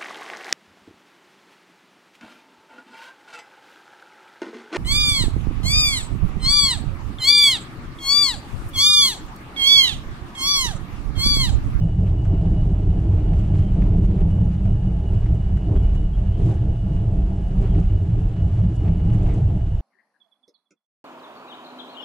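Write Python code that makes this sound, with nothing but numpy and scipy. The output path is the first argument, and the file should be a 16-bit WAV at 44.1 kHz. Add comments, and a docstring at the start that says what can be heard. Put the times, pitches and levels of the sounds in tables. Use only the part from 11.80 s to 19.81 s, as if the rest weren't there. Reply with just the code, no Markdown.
"""Inside a suspended monorail car at steady speed: from start to end, steel wheels on the rail overhead force the
hanging body's low modes to boom, panels drone, contacts buzz in the trim, and a motor whines thinly over a hiss.
Fittings tick, knock and thud from about 0.45 s; rubbing parts squeak at 1.8 s; the drone roughens near 2.3 s.
Knocks crowd from 3.5 to 4.1 s, squeaks follow to 4.7 s and one more at 5.9 s; near 7.5 s a loose plate clinks
as rougher rail passes. Noise drives resonances, sines make the tones; microphones and a limiter hear the sum."""
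import sys
import numpy as np
from scipy import signal
from scipy.fft import rfft, irfft
from scipy.io import wavfile
from scipy.ndimage import uniform_filter1d, minimum_filter1d

SR = 44100
rng = np.random.default_rng(int(sys.argv[2]) if len(sys.argv) > 2 else 0)


def master(y):
    """Save y as 16-bit WAV."""
    cut = np.clip(np.atleast_2d(y).T, -1, 1)
    pcm = np.round(cut * 32767)  # scale
    wavfile.write(sys.argv[1], SR, pcm.astype(np.int16))


N = 353241
HZ = np.maximum(np.fft.rfftfreq(N, 1 / SR), 1)   # FFT bin frequencies, kept above zero for the logarithm

# Lowest resonances of the hanging body: centre_hz [Hz], width_hz [Hz], level_db [relative dB]
SWAY_MODES = [(18.7, 7, -9), (28, 10, -2), (41.7, 5.9, 0.5), (60.9, 19, -3), (75, 12, -10.5)]
# Booming resonances of the body: centre_hz [Hz], width_hz [Hz], level_db [relative dB]
BODY_MODES = [(95.1, 19.5, 3.5), (112, 5.7, 3.5), (135.5, 31, -6.5)]
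# Resonances of the floor: centre_hz [Hz], width_hz [Hz], level_db [relative dB]
FLOOR_MODES = [(164.6, 18.5, -1), (187.6, 18.6, -2.5)]
# Resonances of the panels: centre_hz [Hz], width_hz [Hz], level_db [relative dB]
PANEL_MODES = [(230.7, 35, -5.5), (296.6, 29, -0.5), (326.4, 32, -4), (386.2, 36.5, -4.5), (444.5, 36, -10)]
# Resonances heard in the rolling noise: centre_hz [Hz], width_hz [Hz], level_db [relative dB]
ROLLING_MODES = [(517.5, 79, 5), (611, 46, 9), (688, 320, 3), (792, 280, -0.5), (960, 100, -12.5)]
# Course of the floor's hum: time_s [s], level_db [relative dB]
FLOOR_LEVEL = [(0.0, -21.5), (0.13, -37.5), (0.22, -26), (0.31, -35), (0.71, -24), (0.84, -32.5),
               (0.87, -30.5), (2.16, -23.5), (2.2, -16), (2.32, -25), (2.67, -21), (2.96, -30.5),
               (5.64, -29.5), (6.02, -26), (6.08, -32.5), (6.71, -27.5), (6.79, -35.5), (6.86, -20.5),
               (6.97, -36), (7.11, -21), (7.22, -32), (7.26, -24.5), (7.89, -31.5), (8.0, -52)]


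def car_body():
    """Forced vibration: rail roughness drives each group of modes with noise; little passes above them."""
    drone_db, sway_db, boom_db, _ = rail_state()
    boom_lift, drone_lift, *_ = jolts()
    floor_db = in_time(FLOOR_LEVEL)[0] + 0.35 * boom_lift - 0.6
    panel_db = drone_db + drone_lift - 1.8 + 0.61 * drift(15)
    rolling_db = -47.5 + 0.79 * (drone_db - drone_db.mean() + drone_lift) + 0.53 * drift(2.6)
    # modes, skirt steepness, level [dB], throb per wheel turn [dB], own random surge [dB]
    groups = [(SWAY_MODES, 1.2, sway_db - 0.5, 1.2, 0.2),
              (BODY_MODES, 1.8, boom_db + boom_lift - 2.5, 1.1, 1.3),
              (FLOOR_MODES, 1.8, floor_db, 2.2, 1.1),
              (PANEL_MODES, 1.5, panel_db, 1.5, 1.2),
              (ROLLING_MODES, 2.2, rolling_db, 1.1, 0.9)]
    shared_surge_db = 0.54 * drift(26.0)   # uneven rail shakes all groups together
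    out = 0
    for modes, steep, level_db, throb_db, surge_db in groups:
        mass_rolloff = 1 / (1 + (HZ / modes[-1][0] / 2) ** 4)
        vibration = heard(rng.standard_normal((2, N)), modes_gain(modes, steep) * mass_rolloff)
        swing_db = shared_surge_db + surge_db * drift(9.0) + throb_db * wheel_throb()
        out = out + amp(level_db + swing_db) * vibration
    return out


# State of the rail: time_s [s], then the levels it gives to drone_db, sway_db, boom_db, rattle_db [relative dB]
RAIL = [(0.0, -37.5, -18, -19, -60), (0.13, -38.5, -19.5, -19.5, -61.5), (0.93, -34.5, -18, -19.5, -57.5),
        (1.56, -32.5, -20, -15.5, -57), (1.87, -36, -19, -19, -56), (2.27, -31, -15.5, -15, -56),
        (2.78, -38.5, -21, -20, -60.5), (4.1, -37.5, -16.5, -21.5, -60), (4.32, -42.5, -18, -24.5, -62),
        (4.7, -34.5, -20, -13.5, -56.5), (4.99, -41, -20.5, -22, -63), (5.19, -36.5, -19.5, -20.5, -60.5),
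        (5.44, -37.5, -19, -23, -60.5), (5.99, -38.5, -17.5, -24.5, -57.5),
        (6.24, -39.5, -20.5, -19, -59.5), (7.2, -36.5, -20.5, -21, -58), (7.44, -30.5, -18, -14.5, -56.5),
        (8.0, -43, -22.5, -25.5, -63.5)]


def rail_state():
    """Excitation by roughness: drone, sway, boom and rattle levels follow the rail along the ride."""
    return in_time(RAIL)


# Jolts over uneven spots: centre_s [s], length_s [s],
# then boom_lift_db, drone_lift_db, trim_lift_db, fine_lift_db [dB before each group's weighting]
JOLTS = [(0.285, 0.12, 2, 0, 7.5, 4), (0.529, 0.12, 6.5, 5.5, 4, 0), (0.657, 0.11, 2.5, 5.5, 1.5, 2),
         (1.596, 0.19, -4, -3, 2, 5), (1.78, 0.19, 3, 0.5, 5.5, 3.5), (2.046, 0.11, 2, 1.5, 5, 1),
         (2.131, 0.084, 3, 5, 0, -5), (2.257, 0.087, 1.5, -6, 1, 6), (2.404, 0.096, -11, -2, 4, -2),
         (2.7, 0.19, -2, -2.5, 0, -3), (2.732, .09, 2, -2, 4, 5), (2.868, 0.069, 4, 2.5, 2.5, 2),
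         (3.33, 0.11, -0.5, 3.5, -0.5, 3), (3.408, 0.39, 2.5, -0.5, 5.5, 2.5), (3.765, 0.067, 5, -4, 6, 3),
         (3.913, 0.15, 4.5, 8.5, 3, -1), (4.01, 0.29, 1, 1.5, 6.5, 5), (4.15, 0.08, -1, 1, 7, 5),
         (4.678, 0.26, -0.5, 5, 3.5, 9.5), (5.17, 0.144, 2.5, -1.5, 2, 2), (5.838, 0.18, 9, 6.5, 7, 4),
         (5.979, 0.18, 9.5, 8.5, 4, 4), (6.774, 0.19, 3.5, 1.5, 4.5, 4), (6.962, 0.08, 0.5, 0, -12, 8.5),
         (7.074, 0.15, -0.5, 3.5, 5.5, 3), (7.34, 0.16, 3.5, -1, 5.5, 6), (7.505, 0.26, -3.5, -1, 6, 3),
         (7.595, 0.17, 6, 2, 0, 4)]


def jolts():
    """Transient excitation: each jolt raises or lowers levels in a raised-cosine hump; one track per lift."""
    t = np.arange(0, N, 64) / SR   # a coarse time grid is enough for smooth humps
    rows = np.array(JOLTS)
    centre_s, length_s = rows[:, :1], rows[:, 1:2]
    humps = np.cos(np.pi * np.clip((t - centre_s) / length_s, -0.5, 0.5)) ** 2
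    return [np.interp(np.arange(N) / SR, t, lift) for lift in rows[:, 2:].T @ humps]


WHEEL_HZ = 4.52           # turns a second of a slightly out-of-round wheel
WHEEL_HIGH_S = 0.0067     # first moment its high side meets the rail


def wheel_throb():
    """Periodic forcing: an out-of-round wheel swings the drive from -1 to 1 once per turn."""
    return np.cos(2 * np.pi * WHEEL_HZ * (np.arange(N) / SR - WHEEL_HIGH_S))


# Resonances of the trim: centre_hz [Hz], width_hz [Hz], level_db [relative dB]
TRIM_MODES = [(1110, 720, 2), (1440, 390, -10), (2220, 1230, -6)]
# Resonances of the chirring fittings: centre_hz [Hz], width_hz [Hz], level_db [relative dB]
CHIRR_MODES = [(2920, 1800, 20.5), (3800, 800, -26.5)]
# Resonances of the fine rattle: centre_hz [Hz], width_hz [Hz], level_db [relative dB]
FINE_MODES = [(5330, 6000, -0.5), (7050, 2300, 0), (9250, 1500, -3.5)]


def fittings():
    """Random impact excitation: dense small contacts ring the trim, in clumps, with rail and jolts."""
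    rattle_db = rail_state()[3]
    swing_db = rattle_db - rattle_db.mean()
    *_, trim_lift, fine_lift = jolts()
    fine_db = -73 + 0.7 * swing_db + fine_lift + 0.68 * wheel_throb()
    # modes, contacts a second, spread of contact sizes [dB], level [dB]
    groups = [(TRIM_MODES, 300, 3.2, -60.5 + 1.1 * swing_db + trim_lift),
              (CHIRR_MODES, 400, 3.2, -68 + 0.64 * swing_db + 0.64 * fine_lift),
              (FINE_MODES, 500, 4.0, fine_db)]
    out = 0
    for modes, per_s, spread_db, level_db in groups:
        ringing = heard(contacts(per_s, spread_db), modes_gain(modes, 1.74))
        clumps_db = 1.9 * drift(38) + 0.5 * drift(15.0)
        out = out + amp(level_db + clumps_db) * ringing
    return out


def contacts(per_s, spread_db):
    """Shot noise: random contacts of uneven size over a smooth noise bed."""
    sizes = amp(spread_db * np.minimum(rng.exponential(1, N), 4))
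    touch = 1 + sizes * (rng.random(N) < per_s / SR)
    return rng.standard_normal((2, N)) * touch


# Single dull knocks of fittings: start_s [s], level_db [dB before trim], pitch_hz [Hz]
KNOCKS = [(0.45, -36, 1130), (1.5294, -37, 1210), (2.016, -36, 1110), (2.4059, -39, 1150),
          (2.8499, -38.5, 1180), (3.458, -33.5, 900), (3.766, -35.5, 1000), (3.958, -32, 850),
          (4.148, -40, 1240), (5.945, -34, 1000), (6.5605, -41, 1210), (7.0753, -41, 1310),
          (7.3298, -40, 1220)]
# Light ticks of small metal parts: start_s [s], level_db [dB before trim]
TICKS = [(0.4494, -51), (1.5874, -50), (1.642, -56), (1.7894, -50), (2.0294, -57), (2.0697, -54),
         (2.17, -49), (2.2483, -52), (2.4039, -50), (2.4977, -51), (2.645, -54), (2.8494, -56),
         (3.465, -55), (3.5425, -47), (3.7693, -49), (4.1475, -47), (4.6, -53), (4.625, -50), (4.655, -51),
         (4.69, -54), (5.902, -49), (5.9968, -45), (6.9594, -57), (7.3257, -45), (7.4245, -45),
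         (7.4694, -48), (7.5368, -46), (7.6001, -54)]
TICK_HZ = 7000
# Clinks of a loose plate: start_s [s], level_db [dB before trim]
CLINKS = [(7.4944, -44), (7.5088, -44), (7.5293, -49), (7.5354, -50)]
# What the loose plate rings with: centre_hz [Hz], width_hz [Hz], level_db [relative dB]
PLATE_MODES = [(1970, 42, 2), (2050, 45, 2.5), (2210, 52, 3)]
# Thuds from the rail into the panels: start_s [s], level_db [dB before trim]
THUDS = [(0.53, -16), (0.89, -24), (1.067, -24), (1.287, -28), (1.688, -36), (1.961, -23), (2.178, -20),
         (2.406, -20.5), (2.849, -30), (3.813, -35), (3.936, -28), (4.592, -20.5), (6.449, -22),
         (6.544, -33), (7.061, -29), (7.525, -33)]


def knocks():
    """Impact and free decay: dull knocks and light ticks as noise bursts, clinks and thuds as struck modes."""
    dull = bursts(KNOCKS, t60=0.061, width=0.9, wide=0.49, trim_db=-5.0, rise_s=0.006, grain_db=2.5)
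    clinks = struck(CLINKS, PLATE_MODES, soft_hz=5000, trim_db=-7)
    thuds = struck(THUDS, PANEL_MODES, soft_hz=600, trim_db=-4.0)
    tick_rows = [(s, db, TICK_HZ) for s, db in TICKS]
    ticks = bursts(tick_rows, t60=0.065, width=0.31, wide=0.75, trim_db=-9, rise_s=0.0042, grain_db=4.0)
    return dull + clinks + thuds + ticks


def bursts(rows, t60, width, wide, trim_db, rise_s, grain_db):
    """Exponential decay: each row (s, dB, Hz) is a noise band, width octaves to each side, dying by 60 dB in t60."""
    t = np.arange(6000) / SR
    noise = rng.standard_normal((len(rows), 2, len(t)))
    grains = rng.standard_normal((len(rows), 1, len(t) // 60)).repeat(60, axis=2)
    noise = noise * amp(grain_db * grains)   # crackles in short grains
    out = np.zeros((2, N + len(t)))
    for (s, db, hz), (mid, side) in zip(rows, noise):
        band = signal.butter(2, [hz * 2 ** -width, hz * 2 ** width], "band", fs=SR, output="sos")
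        pair = rms_one(signal.sosfilt(band, [mid + wide * side, mid - wide * side]))
        envelope = amp(db + trim_db - 60 * t / t60) * np.minimum(t / rise_s, 1)
        start = round(s * SR)
        out[:, start:start + len(t)] += pair * envelope
    return out[:, :N]


def struck(rows, modes, soft_hz, trim_db):
    """Modal impulse response: each row (s, dB) strikes every mode with a soft blow of its own strength."""
    s, db = np.transpose(rows)
    luck_db = rng.normal(0, 1.2, (len(s), len(modes)))
    out = np.zeros(N)
    for k, (hz, width, level_db) in enumerate(modes):
        blows = np.full(N, 1e-18)   # a tiny floor instead of exact silence
        blows[(s * SR).astype(int)] = amp(db + level_db + trim_db + luck_db[:, k])
        r, w = np.exp(-np.pi * width / SR), 2 * np.pi * hz / SR   # pole radius and angle
        ringing = signal.lfilter([0, np.sin(w)], [1, -2 * r * np.cos(w), r * r], blows)
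        out += ringing * (-1) ** k   # neighbouring modes in opposite sign
    return signal.sosfilt(signal.butter(2, soft_hz, fs=SR, output="sos"), out)


# Brief squeaks: start_s [s], length_s [s], first_hz [Hz], last_hz [Hz], level_db [dB of peak amplitude before raggedness]
SQUEAKS = [(1.779, 0.13, 3190, 3110, -58.5), (3.95, 0.065, 3230, 3300, -59), (4.33, 0.035, 3220, 3270, -57),
           (4.522, 0.085, 3120, 3180, -59.5), (4.607, .05, 3180, 3300, -59),
           (5.857, 0.097, 3310, 3170, -59)]


def squeaks(rough=0.39, jitter=0.6):
    """Friction-driven tone: rubbing parts sing briefly in a glide, ragged in level and phase (jitter, radians)."""
    t = np.arange(N) / SR
    out, ragged = np.zeros(N), jitter * drift(90)
    for s, length, first_hz, last_hz, db in SQUEAKS:
        part = np.clip((t - s) / length, 0, 1)
        phase = 2 * np.pi * np.cumsum(first_hz + (last_hz - first_hz) * part) / SR
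        swell = np.sqrt(np.sin(np.pi * part).clip(0))
        out += amp(db) * swell * np.sin(phase + ragged)
    return out * (1 + rough * np.array([drift(45), drift(45)]))


SHAFT_HZ, WHINE_ORDER = 56.07, 52   # shaft turns a second; multiple of it that whines
# Motor whine, swelling and fading: time_s [s], level_db [dB rms before flutter and waver]
WHINE = [(0.02, -56), (0.06, -60.5), (0.35, -70), (0.4, -55), (0.49, -68), (0.55, -58), (0.73, -66),
         (0.77, -56), (0.89, -68.5), (1.2, -64.5), (1.22, -73), (1.35, -72), (1.42, -62), (1.69, -68.5),
         (1.75, -62), (2.17, -72), (2.24, -61), (2.44, -76), (2.51, -61.5), (2.71, -67.5), (3.09, -61),
         (3.2, -69), (3.29, -54), (3.33, -67), (3.37, -61), (3.49, -68), (3.53, -74), (3.55, -63),
         (3.86, -61.5), (3.91, -80), (3.95, -60), (4.09, -56), (4.13, -70), (4.18, -52), (4.22, -62.5),
         (4.4, -72), (4.49, -60), (4.6, -70), (5.0, -63), (5.09, -68), (5.15, -57), (5.24, -70),
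         (5.93, -61), (6.07, -71), (6.09, -59.5), (6.35, -71), (6.53, -70), (6.58, -59), (6.8, -73.5),
         (6.84, -60), (6.93, -67), (7.02, -57), (7.04, -67), (7.27, -63), (7.46, -69), (7.49, -65),
         (7.71, -69), (7.84, -65), (7.96, -68), (8.0, -65)]
# Twelfth multiple of the shaft rate: time_s [s], level_db [dB rms before waver]
DRONE = [(0.03, -61), (0.23, -58), (0.29, -62), (0.65, -47), (0.74, -56), (1.69, -54), (2.07, -59),
         (2.16, -45), (2.18, -57), (2.83, -59), (2.87, -41), (2.92, -57), (3.6, -60.5), (4.0, -52),
         (4.33, -65), (4.67, -48), (4.71, -57), (5.33, -50), (5.89, -55), (5.98, -49), (6.02, -60),
         (6.56, -53), (7.22, -59.5), (7.31, -52.5), (7.73, -52), (8.0, -56)]
# Weaker multiples of the shaft rate: multiple [times shaft rate], level_db [dB rms before waver]
ORDERS = [(13, -73), (14, -68), (15, -63.5), (30, -74.5), (48, -75.5), (64, -83)]


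def motor():
    """Harmonic series of rotation: multiples of the shaft rate, each wavering on its way through the body."""
    t = np.arange(N) / SR
    flutter_db = 1.4 * drift(35)
    # multiple, gain, depth of wavering
    lines = [(WHINE_ORDER, amp(in_time(WHINE)[0] + flutter_db), 0.2), (12, amp(in_time(DRONE)[0]), 0.3)]
    lines += [(multiple, amp(db), 0.9) for multiple, db in ORDERS]
    out = np.zeros((2, N))
    for multiple, gain, waver in lines:
        apart = 0.39 * drift(7.9)   # the two channels drift apart in phase
        wander = 2.8 * waver * drift(4.1) + 0.62 * drift(10)
        phase = round(multiple) * 2 * np.pi * SHAFT_HZ * t + wander + np.array([apart, -apart])
        out += np.sqrt(2) * gain * (1 + waver * drift(16.0)) * np.sin(phase)
    return out


# Spectrum of the steady hiss of air and wheels: pitch_hz [Hz], density_db [relative dB per Hz]
HISS = [(700, -13.5), (950, -4.5), (1300, -2), (1800, -6.5), (2400, -14), (2900, -7), (3600, -18),
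        (5000, -20), (7500, -20.5), (10000, -25), (13000, -33.5)]
HISS_DB = -60.5   # rms level about which it flutters


def hiss():
    """Broadband random noise: a smooth bed of air and wheels, barely fluttering."""
    bed = heard(rng.standard_normal((2, N)), amp(at_hz(HISS, -99)))
    return amp(HISS_DB + 0.62 * drift(22)) * bed


# Likeness of the two microphones: pitch_hz [Hz], correlation [-1 to 1]
LIKENESS = [(30, 1), (80, 1), (200, 1), (400, 0.94), (700, 0.67), (1100, 0.087), (1700, -0.12), (2900, .73),
            (4200, .56), (5500, .11), (10000, 0.01)]
# Balance of the two microphones: pitch_hz [Hz], left_minus_right_db [dB]
LEFT_DB = [(100, -0.75), (450, 0.5), (660, -7), (800, -0.5), (2400, 0), (10000, 0.5)]


def heard(source, gain):
    """Spatial coherence: two unrelated drives, coloured and mixed by mid and side; mid rms 1."""
    mid, side = rfft(source) * gain
    alike = np.clip(at_hz(LIKENESS), -0.999, 0.999)
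    sign = np.array([[1], [-1]])   # left, right
    spectra = np.sqrt(1 + alike) * mid + sign * np.sqrt(1 - alike) * side
    pair = irfft(spectra * amp(sign * at_hz(LEFT_DB) / 2), N)
    return pair / np.std(pair.mean(axis=0))


def modes_gain(modes, steep):
    """Resonance curves: powers of the modes summed; steep above 1 darkens the skirts."""
    power = 0
    for hz, width, db in modes:
        detuning = (HZ ** 2 - hz ** 2) / (HZ * width)
        power = power + amp(db) ** 2 / (1 + detuning ** 2) ** steep
    return np.sqrt(power)


def drift(rate):
    """Low-passed random process: slow noise of rms 1, falling off above rate in Hz."""
    return rms_one(irfft(rfft(rng.standard_normal(N)) / (1 + (HZ / rate) ** 2), N))


def amp(db):
    """Decibel law: dB to amplitude gain."""
    return 10 ** (np.asarray(db) / 20)


def rms_one(x):
    """Mean-square normalization: scaled to rms 1."""
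    return x / np.sqrt(np.mean(x ** 2) + 1e-20)


def in_time(rows):
    """Linear interpolation in time: columns of a curve table, one value per sample."""
    s, *columns = np.transpose(rows)
    return [np.interp(np.arange(N) / SR, s, c) for c in columns]


def at_hz(points, beyond=None):
    """Interpolation over log frequency: a spectrum table read at every FFT bin."""
    hz, value = np.transpose(points)
    return np.interp(np.log(HZ), np.log(hz), value, beyond, beyond)


def scene():
    """Superposition: all sources summed, already in stereo."""
    return car_body() + hiss() + fittings() + knocks() + squeaks() + motor()


MIC_TOP_HZ, MIC_NOISE_DB = 10530, -85.5   # microphone roll-off; rms of its noise before limiting
LIMIT_DB, RELEASE_DB_PER_S, ATTACK_S = -7.7, 140, 0.0036   # limiter threshold, recovery rate, look-ahead
CUTOFF_HZ = 15700   # stopband edge of the final low-pass


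def record(dry):
    """Peak limiting: looking a moment ahead, both channels are pulled down under loud swings; the top is cut."""
    dry = dry * np.minimum(np.arange(N) / (0.006 * SR), 1)   # a short fade-in
    dry = signal.sosfilt(signal.butter(12, MIC_TOP_HZ, fs=SR, output="sos"), dry)   # microphones fall off steeply
    dry = dry + amp(MIC_NOISE_DB) * rng.standard_normal((2, N))
    over_db = np.maximum(20 * np.log10(np.abs(dry).max(axis=0) + 1e-9) - LIMIT_DB, 0)
    slope = RELEASE_DB_PER_S * np.arange(N) / SR
    held_db = np.maximum.accumulate(over_db + slope) - slope   # peaks recover at a constant rate
    span = 2 * round(ATTACK_S * SR) + 1
    ahead_db = -minimum_filter1d(-held_db, span)   # running maximum, centred, so it acts early
    cut_db = uniform_filter1d(uniform_filter1d(ahead_db, span // 2), span // 2)
    return signal.sosfilt(signal.cheby2(10, 60, CUTOFF_HZ, fs=SR, output="sos"), dry * amp(-cut_db))


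dry = scene()
out = record(dry)
master(out)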